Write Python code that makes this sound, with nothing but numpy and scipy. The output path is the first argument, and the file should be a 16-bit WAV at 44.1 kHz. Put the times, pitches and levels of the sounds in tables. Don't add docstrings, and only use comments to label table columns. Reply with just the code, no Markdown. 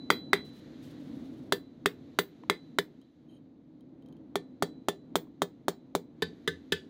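import sys
import numpy as np
from scipy import signal
from scipy.fft import rfft, irfft, next_fast_len
from scipy.io import wavfile
from scipy.ndimage import map_coordinates

SR = 44100
rng = np.random.default_rng(int(sys.argv[2]) if len(sys.argv) > 2 else 0)


def to_wav(s):
    ch = np.atleast_2d(s).T
    pcm = np.round(np.clip(ch, -1, 1) * 32767)
    wavfile.write(sys.argv[1], SR, pcm.astype(np.int16))


N = 303849

AGE = np.arange(SR) / SR
TIME = np.arange(N) / SR

# pitch_hz, level_db, fade_60db_s
ANVIL_MODES = [(1050, -17, .27), (1857, -4, .17), (3289, -3, .26), (3983, 0, .55)]
# pitch_hz, level_db, fade_60db_s
TONGS_MODES = [(3145, -2, 0.054), (3900, -3.5, .02), (6560, -13, 0.03), (9040, -14, 0.037),
               (9200, -25.5, .03), (11600, -19.5, 0.044)]
# pitch_hz, level_db (per Hz)
SCALE_COLOUR = [(1500, -28), (3000, -2.5), (8000, -13), (15500, -16)]


def hammering():
    # start_s, force_db, firmness_db (how firmly the work sits on the anvil), anvil_ring_db
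    blows = [(0.103, 2, 3, -39), (0.332, -.5, 4.5, -43), (1.5228, 1, -5.5, -58.5), (1.8588, 0, -1, -66.5),
             (2.1882, 2.5, -4, -65), (2.498, -1.5, 0, -54.5), (2.786, -0.5, -4, -73),
             (4.3564, -4, -0.5, -65.5), (4.624, -1, 8.5, -57), (4.8852, -1, 7, -63), (5.1556, 2.5, 3, -74),
             (5.4195, 0, 2, -73.5), (5.6827, 0, -9, -67.5), (5.9514, -.5, -17, -73), (6.222, -3, -4, -74),
             (6.4762, .5, -2, -68.5), (6.7217, 1.5, 1.5, -67)]
    on_flat = dict(thud_db=-28, smack_db=-30, clank_db=-24, clink_db=-31.5, crack_db=-35.5, hammer_db=-52.5, wet_db=-12, clink_follows=.08)
    on_edge = dict(thud_db=-30, smack_db=-26.5, clank_db=-48, clink_db=-41, crack_db=-35, hammer_db=-57, wet_db=-10.5, clink_follows=0.55)
    far_off = dict(thud_db=-34.5, smack_db=-37.5, clank_db=-40.5, clink_db=-33.5, crack_db=-33, hammer_db=-66, wet_db=-6.5, clink_follows=0.39)
    edge_from_s, distant_from_s = 4, 6.1
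    hammer_per_force = 3.9
    tail_per_ring, usual_ring_db = 0.16, -63
    lift_s = 0.016

    out = np.zeros(N)
    add(out, 0, amp(-50) * ring(ANVIL_MODES[-1:]))
    for start_s, force_db, firm_db, anvil_db in blows:
        edge = start_s > edge_from_s
        distant = start_s > distant_from_s
        levels = far_off if distant else on_edge if edge else on_flat
        hit = blow(levels, force_db, firm_db)
        stretch = 1
        if distant:
            hit = from_afar(hit)
            stretch = 1.35
        anvil = amp(anvil_db) * burst(ring(ANVIL_MODES, scatter_db=1.5)) * swell(lift_s)
        hammer = amp(levels["hammer_db"] + hammer_per_force * force_db) * burst(hammer_head(edge))
        wet_db = levels["wet_db"] + tail_per_ring * (anvil_db - usual_ring_db)
        tail = amp(wet_db) * surroundings(hit + amp(-3.5) * hammer, stretch)
        add(out, start_s, hit + anvil + hammer + tail)
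    return out


def blow(levels, force_db, firm_db):
    thud_per_force, smack_per_force = 0.2, 0.6
    clink_db = levels["clink_db"] + levels["clink_follows"] * firm_db
    out = amp(levels["thud_db"] + thud_per_force * force_db) * burst(thud())
    out += amp(levels["smack_db"] + smack_per_force * force_db) * burst(smack())
    out += amp(levels["clank_db"] + firm_db) * burst(clank())
    out += amp(clink_db) * burst(clink())
    out += amp(levels["crack_db"] + force_db) * burst(crack())
    gap_s = rng.uniform(0.0006, 0.002)
    add(out, gap_s, amp(clink_db) * burst(slap()))
    return out


def thud():
    # pitch_hz, level_db, fade_60db_s
    stand_modes = [(174, -5, 0.12), (337, -2.5, 0.053), (405.2, 10, 0.059), (483, -5.5, 0.12),
                   (604.3, -15, 0.069)]
    return ring(stand_modes, scatter_db=1.2) * swell(0.0032)


def smack():
    # pitch_hz, level_db, fade_60db_s
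    air_modes = [(657, 6, 0.0068), (900, 0, .006), (1180, -4.5, 0.0054)]
    return low_cut(ring(air_modes, scatter_db=1, detune=0.03), hz=216)


def clank():
    # pitch_hz, level_db, fade_60db_s
    pressed_modes = [(1140, 0.23, 0.0055), (1613, 2.24, 0.0064), (1896, -3.5, 0.013), (2095, -1.5, 0.012)]
    return ring(pressed_modes, scatter_db=1.5, detune=0.04, alternate=True)


def clink():
    # pitch_hz, level_db, fade_60db_s
    released_modes = [(1770, -11.5, .11), (1791, -10.5, 0.06), (2020, -16.5, 0.087), (2440, -7.5, .012),
                      (3222, 0, 0.027), (3470, -7.5, 0.071), (3630, -2, 0.032), (3874, -5, 0.031),
                      (4480, -10, 0.021), (4670, -11, .04)]
    return ring(released_modes, scatter_db=2, detune=0.012, alternate=True)


def crack():
    # pitch_hz, level_db (per Hz)
    crack_colour = [(60, -22), (300, 0), (1200, 5.5), (2100, 0), (2650, -7), (3300, 5.5), (4000, 2.5),
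                    (5200, -3), (7200, -0.5), (10000, -5.5), (15000, -8.5), (17000, -16)]
    shatter = rng.standard_normal(SR) * (fade(0.003) + amp(-4) * fade(0.049))
    return colour(shatter, crack_colour)


def slap():
    # pitch_hz, level_db (per Hz)
    slap_colour = [(200, -12.5), (700, -1.5), (1100, -1), (2300, -5.5), (2700, -3.5), (3600, -0.5),
                   (5200, -13.5), (8000, -14.5), (15000, -26)]
    return colour(rng.standard_normal(SR) * fade(0.0074), slap_colour)


def hammer_head(edge):
    # pitch_hz, flat_db (work lying flat), edge_db (work on edge), fade_60db_s
    head_modes = [(7844, -12, -10, .13), (8560, -11, -8, .15), (10873, -7, -16, .16),
                  (12974, -17, -16, .15), (14007, 0, -13, .15), (14653, -3, -5, .165), (15031, -4, 0, .145),
                  (15737, -13, -15, .16)]
    chosen = []
    for hz, flat_db, edge_db, t60 in head_modes:
        chosen.append((hz, edge_db if edge else flat_db, t60))
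    return ring(chosen, scatter_db=3.5, alternate=True)


def from_afar(hit):
    # pitch_hz, level_db, fade_60db_s
    distant_modes = [(85.3, -45.5, 0.35), (168, -30.5, 0.17), (410, -16, 0.029), (444, -26.5, 0.093),
                     (1539, -32.5, 0.11), (1746, -23, 0.075), (3479, -11, 0.016)]
    # pitch_hz, level_db
    afar_colour = [(100, -10), (350, -4), (600, -6), (1200, -2.5), (2500, -1.5), (4000, -2), (8000, -7),
                   (15000, -7)]
    scatter = rng.standard_normal(SR) * fade(0.031)
    smeared = signal.fftconvolve(hit, scatter / np.linalg.norm(scatter))[:SR]
    body = ring(distant_modes, scatter_db=1, detune=0.004) * swell(0.0037)
    return body + colour(amp(-0.5) * hit + amp(-2.5) * smeared, afar_colour)


def surroundings(x, stretch):
    # pitch_hz, level_db
    scattered_colour = [(100, -6.5), (400, -3), (700, -7), (1300, -11), (2000, -3.5), (2600, -3),
                        (3400, -3), (4500, 1.5), (6000, -5.5), (15000, -15)]
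    # pitch_hz, fade_60db_s
    decay_times = [(150, 0.37), (500, 0.2), (2000, 0.16), (4000, 0.14), (8000, 0.18), (15000, 0.12)]
    hz, t, bands = signal.stft(rng.standard_normal(SR // 2), SR, nperseg=256)
    dying = amp(-60 * t / (stretch * along(decay_times, hz)[:, None]))
    tail = signal.istft(bands * dying, SR, nperseg=256)[1]
    tail *= swell(0.0011)[:len(tail)]
    return signal.fftconvolve(colour(x, scattered_colour), tail / np.linalg.norm(tail))[:SR]


def touches():
    # start_s, knock_db, anvil_ring_db
    knocks = [(2.436, -55, -84.5), (3.014, -76.5, -79), (5.27, -71, -83)]
    knock_colour = [(300, 0), (1000, 17), (1800, -1), (3000, -6), (12000, -35)]  # pitch_hz, level_db
    out = np.zeros(N)
    for start_s, knock_db, ring_db in knocks:
        knock = colour(rng.standard_normal(SR) * fade(0.013), knock_colour)
        add(out, start_s, amp(knock_db) * burst(knock) + amp(ring_db) * burst(ring(ANVIL_MODES)))
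    return out


def tongs_ticks():
    # start_s, peak_db
    ticks = [(3.015, -58), (3.808, -61), (4.024, -60), (4.061, -57), (4.087, -58.5), (4.126, -57),
             (4.168, -62)]
    out = np.zeros(N)
    for start_s, peak_db in ticks:
        jaws = ring(TONGS_MODES, scatter_db=2, detune=0.015)
        click = colour(rng.standard_normal(SR) * fade(0.0063), SCALE_COLOUR)
        tick = jaws + amp(13.5) * click
        add(out, start_s, amp(peak_db) * tick / np.abs(tick).max())
    return out


def tongs_squeaks():
    # start_s, length_s, level_db
    squeaks = [(3.28, 0.12, -72.5)]
    rubbed = signal.fftconvolve(rng.standard_normal(N), ring(TONGS_MODES))[:N]
    return strokes(squeaks) * unit(rubbed)


def scraping():
    # start_s, length_s, level_db (before the unevenness)
    drags = [(.44, .07, -72), (.525, 0.094, -69.5), (.81, 0.14, -66), (.9, 0.69, -76)]
    return strokes(drags) * amp(2.7 * wobble(72.4)) * noise(SCALE_COLOUR)


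def forge_roar():
    # pitch_hz, level_db (per Hz)
    roar_colour = [(25, -32.5), (60, -17), (100, -12), (150, -3.5), (195, -7.5), (255, 2.5), (315, -1),
                   (385, -15), (480, -15), (740, -25), (1000, -32), (1500, -40.5), (2500, -47),
                   (5000, -73.5)]
    # time_s, level_db
    roar_level = [(0, -46.5), (1.36, -44), (1.85, -50.5), (2.7, -50.5), (3.2, -55.5), (3.7, -54),
                  (4.2, -49), (5, -52.5), (6.89, -50.5)]
    return amp(curve(roar_level) + 1.4 * wobble(7)) * noise(roar_colour)


def forge_hiss():
    # pitch_hz, level_db (per Hz)
    hiss_colour = [(500, -8), (1300, 2.5), (2000, 3.5), (2600, -2), (3900, 4), (4600, -3), (5300, -10.5),
                   (6400, -7.5), (9000, -24.5), (11300, -17.5), (13000, -21), (16000, -34.5)]
    # time_s, level_db
    hiss_level = [(.3, -72.5), (.62, -65), (1.2, -66), (1.7, -76.5), (2.1, -70.5), (2.7, -74),
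                  (3.55, -84.5), (4.75, -79.5), (6.15, -80.5), (6.25, -71.5), (6.89, -73.5)]
    return amp(curve(hiss_level) + 0.47 * wobble(9)) * noise(hiss_colour)


def ring(modes, scatter_db=0, detune=0, alternate=False):
    out = np.zeros(SR)
    for k, (hz, db, t60) in enumerate(modes):
        size, shift = rng.standard_normal(2)
        direction = (-1) ** k if alternate else 1
        tone = np.sin(2 * np.pi * hz * (1 + detune * shift) * AGE)
        out += direction * amp(db + scatter_db * size) * fade(t60) * tone
    return out


def fade(t60):
    return amp(-60 * AGE / t60)


def swell(rise):
    return 1 - np.exp(-AGE / rise)


def strokes(rows):
    rise, fall = 0.15, 0.28
    out = np.zeros(N)
    for start_s, length_s, db in rows:
        done = (TIME - start_s) / length_s
        out += amp(db) * np.clip(np.minimum(done / rise, (1 - done) / fall), 0, 1)
    return out


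def wobble(rate):
    return map_coordinates(rng.standard_normal(N // 100), [TIME * rate], mode="wrap")


def noise(spectrum):
    m = next_fast_len(N)
    gain = amp(along(spectrum, np.fft.rfftfreq(m, 1 / SR)))
    return unit(irfft(rfft(rng.standard_normal(m)) * gain, m)[:N])


def colour(x, spectrum, size=2048):
    cepstrum = irfft(np.log(amp(along(spectrum, np.fft.rfftfreq(size, 1 / SR)))))
    cepstrum[1:size // 2] *= 2
    cepstrum[size // 2 + 1:] = 0
    return signal.fftconvolve(x, irfft(np.exp(rfft(cepstrum))))[:len(x)]


def low_cut(x, hz):
    return signal.sosfilt(signal.butter(2, hz, "highpass", fs=SR, output="sos"), x)


def along(points, hz):
    f, v = np.transpose(points)
    return np.interp(np.log(hz + 1), np.log(f + 1), v)


def curve(rows):
    s, value = np.transpose(rows)
    return np.interp(TIME, s, value)


def add(track, start_s, sound):
    part = track[round(start_s * SR):][:len(sound)]
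    part += sound[:len(part)]


def amp(db):
    return 10 ** (np.asarray(db) / 20)


def unit(x):
    return x / np.sqrt(np.mean(x ** 2) + 1e-20)


def burst(x):
    return x / np.sqrt(np.mean(x[:SR // 50] ** 2) + 1e-20)


def scene():
    handling = touches() + tongs_ticks() + tongs_squeaks() + scraping()
    return (hammering() + handling + forge_roar() + forge_hiss())[None]


def record(dry):
    # time_s, level_db
    ceiling = [(1.2, -5.4), (1.5, -10.7)]
    top = amp(curve(ceiling))
    rounded = dry / (1 + (dry / top) ** 8) ** (1 / 8)
    top_hz = 16300
    band = signal.ellip(10, 0.3, 80, top_hz, fs=SR, output="sos")
    return signal.sosfilt(band, low_cut(rounded, hz=34.6))


dry = scene()
out = record(dry)
to_wav(out)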